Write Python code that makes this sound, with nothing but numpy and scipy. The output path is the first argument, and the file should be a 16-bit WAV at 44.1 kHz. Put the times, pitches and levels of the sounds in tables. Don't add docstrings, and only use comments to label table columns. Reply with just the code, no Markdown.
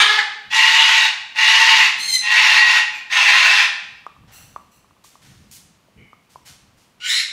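import sys
import numpy as np
from scipy import signal
from scipy.fft import rfft, irfft, next_fast_len
from scipy.io import wavfile
from scipy.ndimage import uniform_filter1d, minimum_filter1d

SR = 44100
rng = np.random.default_rng(int(sys.argv[2]) if len(sys.argv) > 2 else 0)


def master_out(mix):
    frames = np.transpose(np.atleast_2d(mix))
    ceiling = np.clip(frames, -1, 1)
    pcm = np.round(ceiling * 32767).astype(np.int16)
    wavfile.write(sys.argv[1], SR, pcm)


N = 322812

# t/s, length/s, effort/dB, swell/s, sag/(dB/s), low f/Hz, high f/Hz, roughness/0-1
SCREAMS = [(0.496, 0.601, -10, 0.026, 5.5, 899, 1969, 0.65),
           (1.343, 0.562, -9, 0.036, 5, 894.7, 1955, 0.65),
           (2.204, 0.62, -9, 0.094, 5.5, 870.8, 1916, 0.66), (3.09, 0.58, -11, 0.02, 2, 835.8, 1869, 0.73)]
SCREAM_PARTIALS = [(1, 0), (-1, 1), (0, 1), (3, 0), (1, 1), (2, 1), (0, 2), (3, 1)]
SCREAM_PARTIAL_DB = [-5.5, -7.5, 0.86, -4, 4.6, -10, -17, -9]
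# t/s, half length/s, roughness lost/0-1
LOCKS = [(2.264, 0.06, 0.6), (2.634, 0.045, 0.9)]
# f/Hz, level/dB
THROAT = [(300, -61), (600, -37), (690, -19.5), (780, -22), (880, -12), (970, -19.5), (1070, -10.5),
          (1200, -15), (1480, -8), (1900, -2), (2080, -1.5), (2230, -2), (2720, -1), (3020, -7), (3450, -5),
          (4700, -11.5), (6800, -18.5), (7600, -25), (15500, -43.5)]


def scream(start, length, peak_db, swell_s, sag_db_per_s, low_top_hz, high_top_hz, roughness,
           windpipe_hz=897, windpipe_width_hz=42, rest_hz=865, lock_db=3.5, onset_s=0.024):
    t = np.arange(0, length, 1 / SR)
    release = np.maximum(1 - (length - t) / 0.043, 0)
    effort_db = peak_db - 14 * np.exp(-t / swell_s) - sag_db_per_s * t - 13 * release
    slack = 1 - np.abs(np.sin(np.pi * t / length)) ** 0.5
    low_hz = low_top_hz * (1 - 0.05 * slack)
    high_hz = high_top_hz * (1 - 0.035 * slack)
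    locked = sum(share * np.exp(-((start + t - s) / half) ** 2) for s, half, share in LOCKS)
    fray = 1 + 0.25 * (t / length - .5)
    rough = np.clip(roughness * fray * (1 - locked), 0, 1)
    low_bend = 1 - 0.02 * locked + 0.009 * rough * wander(t, hz=30)
    low = swing(t, low_hz * low_bend, jitter=.035 * rough, jitter_hz=202)
    high_bend = 1 + 0.022 * rough * wander(t, hz=30)
    high = swing(t, high_hz * high_bend, jitter=0.0416 * rough, jitter_hz=317)
    coupling_db = 0.6 * (effort_db - peak_db)
    partials = []
    for (m, n), db in zip(SCREAM_PARTIALS, SCREAM_PARTIAL_DB):
        surge_db = 4.5 * rough * wander(t, hz=22)
        partials.append(gain_of(db + (m * n != 0) * coupling_db + surge_db) * np.cos(m * low + n * high))
    partials[0] /= np.hypot(1, (low_hz - windpipe_hz) / windpipe_width_hz)
    partials[2] *= gain_of(lock_db * locked)
    pulsing = (1 + 0.71 * np.cos(low)) * (1 + .3 * np.cos(low / 2))
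    puffs = pulsing * rng.standard_normal(len(t))
    throat = np.multiply(THROAT, [low_hz.mean() / rest_hz, 1])
    rasp = patchy(coloured(puffs, throat), depth_db=2.0)
    voice = blend(sum(partials), rasp, rough) * gain_of(2.0 * wander(t, hz=90))
    return start, (1 - np.exp(-t / onset_s)) * opened(voice, effort_db, bite=.25, bite_hz=3500)


# t/s, effort/dB, f/Hz, roughness/0-1
CRY = [(0, -3, 417.6, 0.77), (0.06, -18, 416, 0.46), (0.09, -14, 426.5, 0.43), (0.135, -14, 427.2, 0.42),
       (0.178, -18, 433.2, 0.3), (0.191, -11.5, 413, 0.5), (0.203, -25, 426, 0.8), (0.225, -54.5, 404, .6)]
SQUEAK = [(1.97, -42, 980, 0.5), (2.0, -24.5, 1028, 0.26), (2.07, -26, 1091, 0.18),
          (2.098, -18, 1037, 0.01), (2.122, -20.5, 1051, 0.05), (2.143, -11.5, 1021, 0.03),
          (2.16, -17, 1002, 0.14), (2.178, -42.5, 1020, 0.3)]
PEEP = [(2.925, -40.5, 2470, 0.05), (2.95, -26.5, 2441, 0.2), (3.0, -38.5, 2374, 0.2)]
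SQUAWK = [(6.997, -68, 1433, .8), (7.003, -39, 1410, 0.43), (7.05, -22.5, 1510, 0.44),
          (7.08, -21, 1544, 0.86), (7.105, -16, 1921, 0.33), (7.17, -19, 1979, 0.29),
          (7.2, -19.5, 2032, 0.77), (7.23, -29, 1906, 0.6), (7.26, -53, 1768, 0.65)]
CRY_HARMONICS = [-25.5, -10.5, -10.5, 0.5, -4, -13.5, -10, -7.5, -8.5, -13, -17.5, -16]
SQUEAK_HARMONICS = [-43.5, -6, -12.5, 2.5, -13.5, -4, -11, -10, -15, -16, -22.5, -27.5, -22.5, -22]
PEEP_HARMONICS = [4, -31.5, -18, -30.5, -25]
SQUAWK_HARMONICS = [-4, 5, -11.5, -10, -29, -31]
# f/Hz, level/dB
CRY_THROAT = [(180, -87.5), (300, -39), (411, -31), (674, -33.5), (835, -10), (937, -20.5), (1440, -12),
              (1700, -7), (1810, -10), (3870, -13.5), (7500, -30), (9800, -42), (15500, -48)]
# f/Hz, width/Hz, level/dB
SQUEAK_FORMANTS = [(2130, 220, -5.5), (3100, 300, -21.5), (4080, 400, 0.5), (6090, 300, -14),
                   (8040, 430, -16.5), (9900, 860, -12.5), (14060, 1200, -23)]
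SQUAWK_FORMANTS = [(1000, 130, -21.5), (1710, 220, -10), (2190, 260, -1), (3100, 290, -2.5),
                   (4030, 650, -4.5), (5260, 420, -4), (7170, 510, -7), (8560, 330, -14),
                   (10100, 1000, -16), (14400, 1500, -25)]


def call(contour, harmonics_db, throat, jitter, bite, rattle=0, rattle_hz=124.8):
    t = np.arange(contour[0][0], contour[-1][0], 1 / SR)
    times, *columns = np.transpose(contour)
    effort_db, hz, rough = (np.interp(t, times, column) for column in columns)
    phase = swing(t, hz, jitter * np.sqrt(rough), jitter_hz=245)
    tone = sum(gain_of(db) * np.cos(k * phase) for k, db in enumerate(harmonics_db, 1))
    puffs = (1 + 0.35 * np.cos(phase)) * rng.standard_normal(len(t))
    beat = np.cos(swing(t, rattle_hz, jitter=0.038, jitter_hz=60))
    chop = 1 + rattle * gain_of(effort_db - effort_db.max()) * beat
    rasp = patchy(coloured(puffs, throat), depth_db=4.0)
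    return t[0], opened(chop * blend(tone, rasp, rough), effort_db, bite, bite_hz=3000)


def swing(t, hz, jitter, jitter_hz):
    return 2 * np.pi * np.cumsum(hz * (1 + jitter * wander(t, jitter_hz))) / SR


def patchy(x, depth_db):
    bands = signal.stft(x, nperseg=1024, noverlap=768)[2]
    patches = uniform_filter1d(rng.standard_normal(bands.shape), 7, axis=0)
    patches = evened(uniform_filter1d(patches, 8, axis=1))
    mottled = signal.istft(bands * gain_of(depth_db * patches), nperseg=1024, noverlap=768)[1]
    return evened(mottled[:len(x)])


def blend(tone, rasp, rough):
    voice = np.sqrt(1 - rough) * evened(tone) + np.sqrt(rough) * rasp
    return voice * signal.windows.tukey(len(tone), .02)


def opened(voice, effort_db, bite, bite_hz):
    dull = signal.sosfilt(signal.butter(1, bite_hz, fs=SR, output="sos"), voice)
    treble = (voice - dull) * gain_of(bite * (effort_db - effort_db.max()))
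    return gain_of(effort_db) * evened(dull + treble)


# t/s, level/dB, f/Hz
POPS = [(4.0657, -20, 1196), (4.165, -41, 1180), (4.237, -48, 1157), (4.562, -18.5, 1170),
        (4.845, -45.5, 1160), (4.909, -45, 1142), (4.966, -48.5, 1130), (5.045, -39, 1155),
        (5.155, -37.5, 1140), (5.885, -47, 646), (6.131, -34, 1226), (6.358, -28, 1032), (7.13, -41, 1150),
        (7.287, -42, 1293)]
# f/Hz, level/dB
BOTTLE = [(240, -42), (400, -11), (519, -5), (784, -1), (1150, -4), (1400, 1.5), (5910, -1), (11800, -12),
          (15500, -18.5)]


def beak_pop(s, db, hz, rise_s=0.00024, decay_s=0.0023, glide_s=0.00064):
    t = np.arange(2048) / SR
    phase = 2 * np.pi * np.cumsum(hz * (1 - 0.33 * np.exp(-t / glide_s))) / SR
    tick = gain_of(-27) * coloured(rng.standard_normal(len(t)), BOTTLE, tilt_db=-2.5)
    envelope = np.exp(-t / decay_s) * (1 - np.exp(-t / rise_s))
    return s, gain_of(db + 3.0) * (np.sin(phase) + tick) * envelope


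# t/s, level/dB, rise/s, hold/s, decay/s, tilt/(dB/octave)
BOTTLE_SCRAPES = [(4.269, -54.5, 0.017, 0.13, 0.076, -3.5), (5.038, -50, 0.0032, 0.0093, 0.072, 4),
                  (5.213, -53.5, 0.013, 0.024, 0.17, 0.5), (5.51, -44, 0.0057, 0.041, 0.035, 6.5),
                  (6.288, -58, .015, 0.036, 0.048, 3), (6.449, -45, 0.016, 0.032, .035, 2),
                  (6.76, -62, 0.02, .06, 0.04, 3)]
WIRE_RUBS = [(4.311, -47, 0.028, 0.032, 0.088, 2.5), (4.712, -59.5, 0.008, 0.043, 0.042, 1)]
BAR_KNOCKS = [(5.975, -53, .001, 0.047, 0.075, -2)]
# f/Hz, width/Hz, level/dB
WIRE_MODES = [(2765, 120, 4.5), (4210, 230, -3), (5960, 390, -3.5), (7670, 410, -4), (9830, 560, -8),
              (12000, 530, -10), (14570, 1170, -12)]
BAR_MODES = [(2215, 130, 10), (2950, 79, 3), (4370, 130, -14), (6400, 150, -17)]


def scrape(body, s, db, rise, hold, decay, tilt_db):
    t = np.arange(SR // 2) / SR
    stroke = np.minimum(t / rise, 1) * np.exp(-np.maximum(t - rise - hold, 0) / decay)
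    grains = rng.standard_normal(len(t)) * gain_of(2 * wander(t, hz=400))
    return s, gain_of(db) * stroke * coloured(grains, body, tilt_db)


# f/Hz, T60/s
ROOM_DECAY = [(300, 0.9), (1300, 0.74), (3500, 0.73), (9000, 0.59), (15000, 0.14)]


def room(x, wet_db, early_db, early_s=0.045):
    taps = np.zeros(SR)
    slots = np.arange(200, SR - 20, 20)
    taps[slots + rng.integers(0, 20, len(slots))] = rng.choice([-1., 1.], len(slots))
    hz, t, bands = signal.stft(taps, SR, nperseg=256)
    decay = gain_of(-60 * t / curve_at(ROOM_DECAY, hz)[:, None])
    early_lift = 1 + gain_of(early_db) * np.exp(-t / early_s)
    tail = signal.istft(bands * decay * early_lift, SR, nperseg=256)[1]
    return x + gain_of(wet_db) * signal.fftconvolve(x, tail / np.linalg.norm(tail))[:N]


# t/s, level/dB, rise/s, decay/s, tilt/(dB/octave)
SHUFFLES = [(0.41, -53, 0.11, 0.093, -3), (1.8, -53.5, 0.04, 0.5, 9.5), (3.13, -63, 0.04, 0.18, 2),
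            (3.83, -62, 0.04, 0.75, -3), (4.15, -50, 0.05, 0.43, -3), (5.22, -49.5, 0.06, 0.27, -1),
            (5.955, -44, 0.027, 0.079, 0), (6.3, -57.5, 0.06, 0.2, -2.5), (6.48, -54, 0.019, 0.05, 0),
            (6.61, -53.5, 0.03, 0.2, -3)]
# f/Hz, level/dB
RUMBLE_COLOUR = [(15, -42.5), (25, -17.5), (65, -3.5), (140, 1), (205, -1.5), (248, -6.5), (404, -16),
                 (500, -16), (650, -46.5), (1100, -120)]


def shuffle(s, db, rise, decay, tilt_db):
    t = np.arange(3 * SR) / SR
    swell = np.minimum(t / rise, 1) * np.exp(-np.maximum(t - rise, 0) / decay)
    return s, gain_of(db) * swell * coloured(rng.standard_normal(len(t)), RUMBLE_COLOUR, tilt_db)


# f/Hz, level/dB
AIR_COLOUR = [(120, -31.5), (200, -2), (385, -9), (1130, -8.5), (1590, -13.5), (2850, -13.5), (3550, -17.5),
              (6350, -22.5), (15500, -30)]


def background():
    rumble = gain_of(-68) * coloured(rng.standard_normal(N), RUMBLE_COLOUR)
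    for row in SHUFFLES:
        add(rumble, *shuffle(*row))
    rumble *= gain_of(1.8 * wander(np.arange(N) / SR, hz=8))
    return rumble + gain_of(-61) * coloured(rng.standard_normal(N), AIR_COLOUR)


def gain_of(db):
    return 10 ** (np.asarray(db) / 20)


def evened(x):
    return x / np.sqrt(np.mean(x ** 2) + 1e-20)


def wander(t, hz):
    lowpass = signal.butter(2, hz, fs=SR, output="sos")
    return evened(signal.sosfilt(lowpass, rng.standard_normal(len(t) + 4096))[4096:])


def curve_at(points, hz):
    f, value = np.transpose(points)
    return np.interp(np.log(hz + 1), np.log(f + 1), value)


def coloured(x, spectrum, tilt_db=0):
    size = next_fast_len(len(x) + 2048)
    hz = np.fft.rfftfreq(size, 1 / SR)
    eq = gain_of(curve_at(spectrum, hz) + tilt_db * np.log2(hz + 1))
    return evened(irfft(rfft(x, size) * eq, size)[:len(x)])


def ringing(modes, low_cut_hz=1300):
    hz = np.arange(20, SR / 2, 20)
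    power = sum(gain_of(2 * db) / (1 + ((hz - f) / width) ** 2) ** 2 for f, width, db in modes)
    return np.transpose([hz, 10 * np.log10(power / (1 + (low_cut_hz / hz) ** 6))])


def add(mix, s, sound):
    part = mix[max(round(s * SR), 0):][:len(sound)]
    part += sound[:len(part)]


def scene():
    voice, beak, rubbing = np.zeros((3, N))
    for row in SCREAMS:
        add(voice, *scream(*row))
    add(voice, *call(CRY, CRY_HARMONICS, CRY_THROAT, jitter=0.018, bite=.1))
    add(voice, *call(SQUEAK, SQUEAK_HARMONICS, ringing(SQUEAK_FORMANTS), jitter=0.035, bite=0.044))
    add(voice, *call(PEEP, PEEP_HARMONICS, THROAT, jitter=0.056, bite=.03))
    add(voice, *call(SQUAWK, SQUAWK_HARMONICS, ringing(SQUAWK_FORMANTS),
                     jitter=0.0704, bite=0.86, rattle=0.34))
    for row in POPS:
        add(beak, *beak_pop(*row))
    low_cut = signal.butter(2, 300, "high", fs=SR, output="sos")
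    beak = signal.sosfilt(low_cut, beak)
    for body, strokes in ((BOTTLE, BOTTLE_SCRAPES), (ringing(WIRE_MODES), WIRE_RUBS),
                          (ringing(BAR_MODES), BAR_KNOCKS)):
        for row in strokes:
            add(rubbing, *scrape(body, *row))
    mix = gain_of(-3.5) * room(voice, wet_db=-0.5, early_db=0.5)
    mix += room(beak, wet_db=-13.0, early_db=5)
    mix += room(rubbing, wet_db=-4.5, early_db=-21)
    return (mix + background())[None]


def record(dry):
    allowed = 1 / np.maximum(np.abs(dry), 1)
    limited = dry * uniform_filter1d(minimum_filter1d(allowed, size=129), size=129)
    high_cut = signal.firwin(511, 15700, window=("kaiser", 9), fs=SR)
    return signal.oaconvolve(limited, high_cut[None], "same")


dry = scene()
out = record(dry)
master_out(out)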